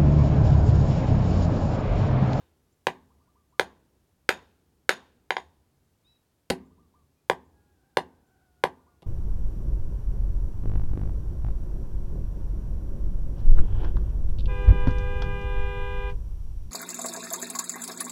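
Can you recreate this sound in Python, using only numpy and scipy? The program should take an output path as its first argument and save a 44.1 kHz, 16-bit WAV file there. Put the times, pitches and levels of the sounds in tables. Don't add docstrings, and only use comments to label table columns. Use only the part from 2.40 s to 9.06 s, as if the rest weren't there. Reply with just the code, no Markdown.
import sys
import numpy as np
from scipy import signal
from scipy.fft import rfft, irfft
from scipy.io import wavfile
from scipy.ndimage import uniform_filter1d

SR = 44100
rng = np.random.default_rng(int(sys.argv[2]) if len(sys.argv) > 2 else 0)


def amplitude_ratio(level_db):
    exponent = np.asarray(level_db, float) / 20
    return 10 ** exponent


def materialize(psi):
    bounded = np.clip(np.atleast_2d(psi).T, -1, 1)
    quanta = np.round(bounded * 32767).astype(np.int16)
    wavfile.write(sys.argv[1], SR, quanta)


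N = 293706
LEAD = 22050

# start_s, force_db, bare_steel (0-1),
# dead_drive into the post (0-1), glance off the rim (0-1)
BLOWS = [(-.17, -16, 1, 0, 0), (.468, -15, .45, .35, .55), (1.195, -13, .6, .05, .05),
         (1.890, -15, .95, .01, .01), (2.4915, -16, 1.05, .01, .01), (2.905, -23, .9, .1, .8),
         (2.9663, -30, .9, .05, 1.2), (4.100, -19, .3, 1.05, .01), (4.104, -18, .15, .8, .01),
         (4.8974, -11, .15, .05, .1), (5.5698, -11, .1, .1, .05), (6.2372, -11, .01, .01, .05),
         (6.6205, -52, .1, 1.1, .2), (6.6265, -53, .1, 1.1, .4)]


def decay(t, t60):
    return (t >= 0) * amplitude_ratio(-60 * np.maximum(t, 0) / t60)


def ring(t, hz, t60, db=0, lag=0):
    return -amplitude_ratio(db) * decay(t - lag, t60) * np.sin(2 * np.pi * hz * (t - lag))


def band(x, lo_hz, hi_hz):
    sos = signal.butter(2, [lo_hz, min(hi_hz, SR * .49)], "band", fs=SR, output="sos")
    y = signal.sosfilt(sos, x)
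    return y / np.std(y)


def walk(rate):
    k = int(SR / rate)
    steps = np.repeat(rng.standard_normal(N // k + 1), k)
    return 1.3 * uniform_filter1d(uniform_filter1d(steps, k), k)[:N]


def answer(law, blow):
    return amplitude_ratio(blow[1] + law[0] + np.dot(law[1:], blow[2:]))


def open_air():
    # pitch_hz, level_db (per Hz)
    air_curve = [(20, -5), (55, 8.5), (150, 5), (400, -2.5), (1000, -9), (2200, -15), (13000, -18.5),
                 (16000, -21)]
    hz, db = np.transpose(air_curve)
    f = np.arange(N // 2 + 1) * SR / N + 1
    tilt = amplitude_ratio(np.interp(np.log(f), np.log(hz), db))
    air = irfft(rfft(rng.standard_normal(N)) * tilt, N)
    return amplitude_ratio(-72.5 + .4 * walk(2.5)) * air / np.std(air)


def ground_rumble():
    # low_hz, high_hz, level_db
    rumble_bands = [(62, 88, 0), (160, 270, -6.5), (270, 430, -7), (600, 1000, -16)]
    t = np.arange(N) / SR
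    shaken = amplitude_ratio(-88)
    for blow in BLOWS:
        shaken = shaken + answer((-55.5, 5, 8, .5), blow) * decay(t - blow[0], 2.8)
    rumble = np.zeros(N)
    for lo, hi, db in rumble_bands:
        rumble += amplitude_ratio(db + 1.5 * walk(12)) * band(rng.standard_normal(N), lo, hi)
    return shaken * rumble


def engine():
    swell_s, width_s, swell_db = 3.45, .45, 7
    t = np.arange(N) / SR
    level_db = -82 + swell_db * np.exp(-((t - swell_s) / width_s) ** 2)
    return amplitude_ratio(level_db) * band(rng.standard_normal(N), 134, 143)


def whistle(rows, tones, early=.7, rise_s=None, accent_db=0):
    out = np.zeros(N + SR)
    for s, length, start_hz, top_hz, end_hz, db in rows:
        u = np.linspace(0, 1, int(length * SR))
        knee = min(rise_s / length, .9) if rise_s else .3
        rise = start_hz + (top_hz - start_hz) * np.sin(u / knee * np.pi / 2) ** 3
        fall = top_hz - (top_hz - end_hz) * ((u - knee) / (1 - knee)) ** 2
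        phase = 2 * np.pi * np.cumsum(np.where(u < knee, rise, fall)) / SR
        voice = sum(amplitude_ratio(g) * np.sin(k * phase) for k, g in tones)
        breath = np.sin(np.pi * u ** early) ** .4
        level = amplitude_ratio(db + accent_db * np.exp(-(u / knee) ** 2))
        out[int(s * SR):][:len(u)] += level * breath * voice
    return out[:N] * amplitude_ratio(1.5 * walk(60))


def dove():
    # start_s (from the first long note), length_s, level_db
    phrase = [
        (-.25, .03, 1.5),
        (-.153, .045, -1.5),
        (-.081, .045, -.7),
        (0, .095, 0),
        (.168, .095, 0),
    ]
    # start_s, pace (times), level_db
    coos = [
        (.955, 1.01, -71),
        (4.38, .95, -70.5),
        (6.466, .93, -70.5),
    ]
    low_hz, top_hz, sag_hz_per_s = 965, 1205, 1600
    rows = []
    for s, pace, db in coos:
        for lag, length, g in phrase:
            rows.append((s + pace * lag, length, low_hz, top_hz, top_hz - sag_hz_per_s * length, db + g))
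    return whistle(rows, [(1, 0)], early=.33, rise_s=.021, accent_db=6)


def small_birds():
    # start_s, level_db
    chips = [
        (.322, -77),
        (1.095, -84),
        (4.25, -82),
        (5.05, -82),
        (5.865, -83),
    ]
    # start_s, length_s, pitch_hz, level_db
    whistles = [
        (.80, .07, 4750, -89),
        (.835, .06, 1430, -83),
        (5.14, .2, 1430, -84),
        (4.77, .04, 2450, -84),
    ]
    arch = .97
    rows = [(s, .026, 6300, 7200, 7650, db) for s, db in chips]
    rows += [(s, length, arch * hz, hz, arch * hz, db) for s, length, hz, db in whistles]
    return whistle(rows, [(1, 0)])


def chick():
    # start_s, length_s, start_hz, top_hz, end_hz, level_db
    peep = [
        (3.645, .135, 1220, 1310, 1275, -67.5),
    ]
    # multiple, level_db
    peep_tones = [(2, -16), (3, 0), (4, -19)]
    return whistle(peep, peep_tones)


def rooster():
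    # start_s, pitch_hz, level_db, hoarseness (0-1)
    crow = [(5.12, 826, -90, .005), (5.17, 826, -80, .004), (5.32, 826, -81, .004), (5.38, 790, -79, .05),
            (5.8, 760, -81, .05), (6.02, 765, -76, .04), (6.1, 725, -78, .005), (6.52, 716, -80, .003),
            (6.62, 716, -88, .003)]
    # multiple, level_db
    crow_tones = [(1, 1.5), (2, 1.5), (3, -16)]
    s, hz, db, hoarse = np.transpose(crow)
    t = np.arange(N) / SR
    pitch_hz = np.interp(t, s, hz) * (1 + np.interp(t, s, hoarse) * walk(250))
    phase = 2 * np.pi * np.cumsum(pitch_hz) / SR
    level = amplitude_ratio(np.interp(t, s, db, -200, -200) + 2.0 * walk(30))
    return level * sum(amplitude_ratio(g) * np.sin(k * phase) for k, g in crow_tones)


def birds():
    calls = dove() + small_birds() + chick() + rooster()
    return calls + amplitude_ratio(-12) * np.roll(calls, 900) + amplitude_ratio(-14) * np.roll(calls, 2100)


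def shed():
    # delay_s, level_db
    echoes = [(.0028, -7), (.0075, -15), (.0128, -9), (.0158, -9), (.021, -16), (.034, -20)]
    # pitch_hz, level_db, t60_s
    stand = [(371, -1, 0.2), (684, -3, 0.16), (797, -1, 0.15), (937, 0, 0.14), (1120, -10, 0.17),
             (1314, -17, 0.81), (1491, -6, 0.18), (1583, -10, 0.2), (1776, -2, 0.092), (2008, -7, 0.12),
             (2121, -14, 0.2), (2299, -14, 0.17), (2466, -12, 0.16)]
    # pitch_hz, near_db, near_t60_s, far_db, far_t60_s
    space = [(80, -58, .3, -66, 1.4), (190, -52, .2, -63, .8), (350, -48, .18, -68, .8),
             (680, -46, .125, -75, .7), (1200, -47, .14, -74, .6), (2400, -49, .13, -80, .5),
             (5120, -45.5, .105, -84, .4), (10240, -43, .11, -86, .3)]
    t = np.arange(3 * LEAD) / SR
    taps = np.zeros(len(t))
    for s, db in echoes:
        taps[int(s * SR)] = amplitude_ratio(db)
    out = signal.lfilter(*signal.butter(1, 1300, fs=SR), taps)
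    build = 1 - np.exp(-(t / .006) ** 2)
    for hz, db, t60 in stand:
        out += build * ring(t + rng.uniform() / hz, hz, min(t60, .4), db - 58)
    for hz, near_db, near_t60, far_db, far_t60 in space:
        fade = amplitude_ratio(near_db) * decay(t, near_t60) + amplitude_ratio(far_db) * decay(t, far_t60)
        scatter = band(rng.standard_normal(len(t)), hz / 2 ** .5, hz * 2 ** .5)
        out += build * fade * scatter * np.sqrt(hz / SR * 20)
    return out


def post_hum(t, blow, shake):
    # pitch_hz, t60_s, level_db, lag_s
    post_modes = [(375, .21, 0, .004), (257, .5, -11.5, .006), (307, .27, -13, .005), (684, .16, -8, .003),
                  (530, .1, -5, .003), (800, .1, 1, .008)]
    return answer((-25, -9, 19, 4), blow) * shake * sum(ring(t, *mode) for mode in post_modes)


def jangle(t, blow, noise):
    # low_hz, high_hz, level_db
    jangle_bands = [(180, 320, -5), (320, 650, -2.5), (700, 1150, 1.5), (1150, 1900, -6)]
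    loose = (1 - np.exp(-t / .02)) * answer((-40, 19, 7, 1.5), blow) * decay(t, .33)
    return loose * sum(amplitude_ratio(db) * band(noise, lo, hi) for lo, hi, db in jangle_bands)


def hammer_ring(t, blow, noise, shake):
    # pitch_hz, split_hz, level_db
    hammer = [(2400, 2400, -1.5), (3670, 60, -5), (6720, 110, -7), (9560, 90, -16), (10650, 80, -27)]
    hz, width, db = hammer[0]
    steel = amplitude_ratio(db) * band(noise, hz - width / 2, hz + width / 2)
    for hz, split, db in hammer[1:]:
        turn = rng.uniform(0, 2 * np.pi, 2)
        pair = np.sin(2 * np.pi * (hz - split / 2) * t + turn[0])
        pair += np.sin(2 * np.pi * (hz + split / 2) * t + turn[1])
        steel += amplitude_ratio(db) * shake * decay(t, 1.5 * 3700 / hz) * pair
    hold = amplitude_ratio(-60 * (t / .13) ** 2) + amplitude_ratio(-11) * decay(t, .6)
    return steel * hold * answer((-57, 30, .5, 2.5), blow)


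def crack(t, blow, noise):
    fade = decay(t, .014)
    edge = answer((-19, 13, 5, 1.5), blow) * amplitude_ratio(9)
    snap = answer((-28, 13, 9, -12), blow) * amplitude_ratio(8)
    burst = np.zeros(len(t))
    for gain, lo, hi in ((edge, 1800, 4300), (snap, 4400, 11500)):
        burst += gain * band(band(fade * noise, lo, hi), .7 * lo, 1.3 * hi)
    return np.std(fade) * burst + answer((-25, -9, 19, 4), blow) * ring(t, 175, .05, 10, .002)


def body(t, blow):
    thud = -amplitude_ratio(blow[1])
    knock = answer((-8, -3, -10, 11), blow)
    clank = answer((-10, 14, -12, .5), blow)
    # gain, pitch_hz, t60_s, level_db, lag_s, extra_db toward the walls
    modes = [(thud, 500, .012, 9, .0008, 0), (knock, 970, .008, 14.5, .0001, 4),
             (clank, 1580, .011, 10, 0, 1), (knock, 790, .014, 9, .001, 6)]
    ahead = clank * ring(t, 2150, .009, 4, .0001)
    aside = np.zeros(len(t))
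    for gain, hz, t60, db, lag, side_db in modes:
        ahead += gain * ring(t, hz, t60, db, lag)
        aside += gain * ring(t, hz, .4 * t60, db + side_db, lag)
    return signal.sosfilt(signal.butter(3, (410, 4000), "band", fs=SR, output="sos"), [ahead, aside])


def blows():
    out, t = np.zeros((2, N + 2 * LEAD)), np.arange(LEAD) / SR
    gaps = np.diff([blow[0] for blow in BLOWS], prepend=-1)
    for blow, gap in zip(BLOWS, gaps):
        noise = rng.standard_normal(LEAD)
        shake = 1 + .38 * band(noise, 15, 60)
        ahead, aside = body(t, blow)
        burst = crack(t, blow, noise)
        steel = hammer_ring(t, blow, noise, shake) + jangle(t, blow, noise)
        post = (gap > .02) * post_hum(t, blow, shake)
        start = LEAD + int((blow[0] + .001) * SR)
        out[:, start:start + LEAD] += [ahead + burst + steel + post, aside + burst]
    return out


def scene():
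    ahead, aside = blows()
    echoed = signal.fftconvolve(aside, shed())[:len(ahead)]
    forge = (ahead + echoed)[LEAD:LEAD + N]
    forge = signal.sosfilt(signal.butter(2, 80, "high", fs=SR, output="sos"), forge)
    return (forge + birds() + open_air() + ground_rumble() + engine())[None]


def low_pass(x):
    return signal.sosfilt(signal.butter(12, 16870, fs=SR, output="sos"), x)


def record(dry):
    ceiling = .52
    mix = dry / (1 + np.abs(dry / ceiling) ** 6) ** (1 / 6)
    return low_pass(mix)


dry = scene()
out = record(dry)
materialize(out)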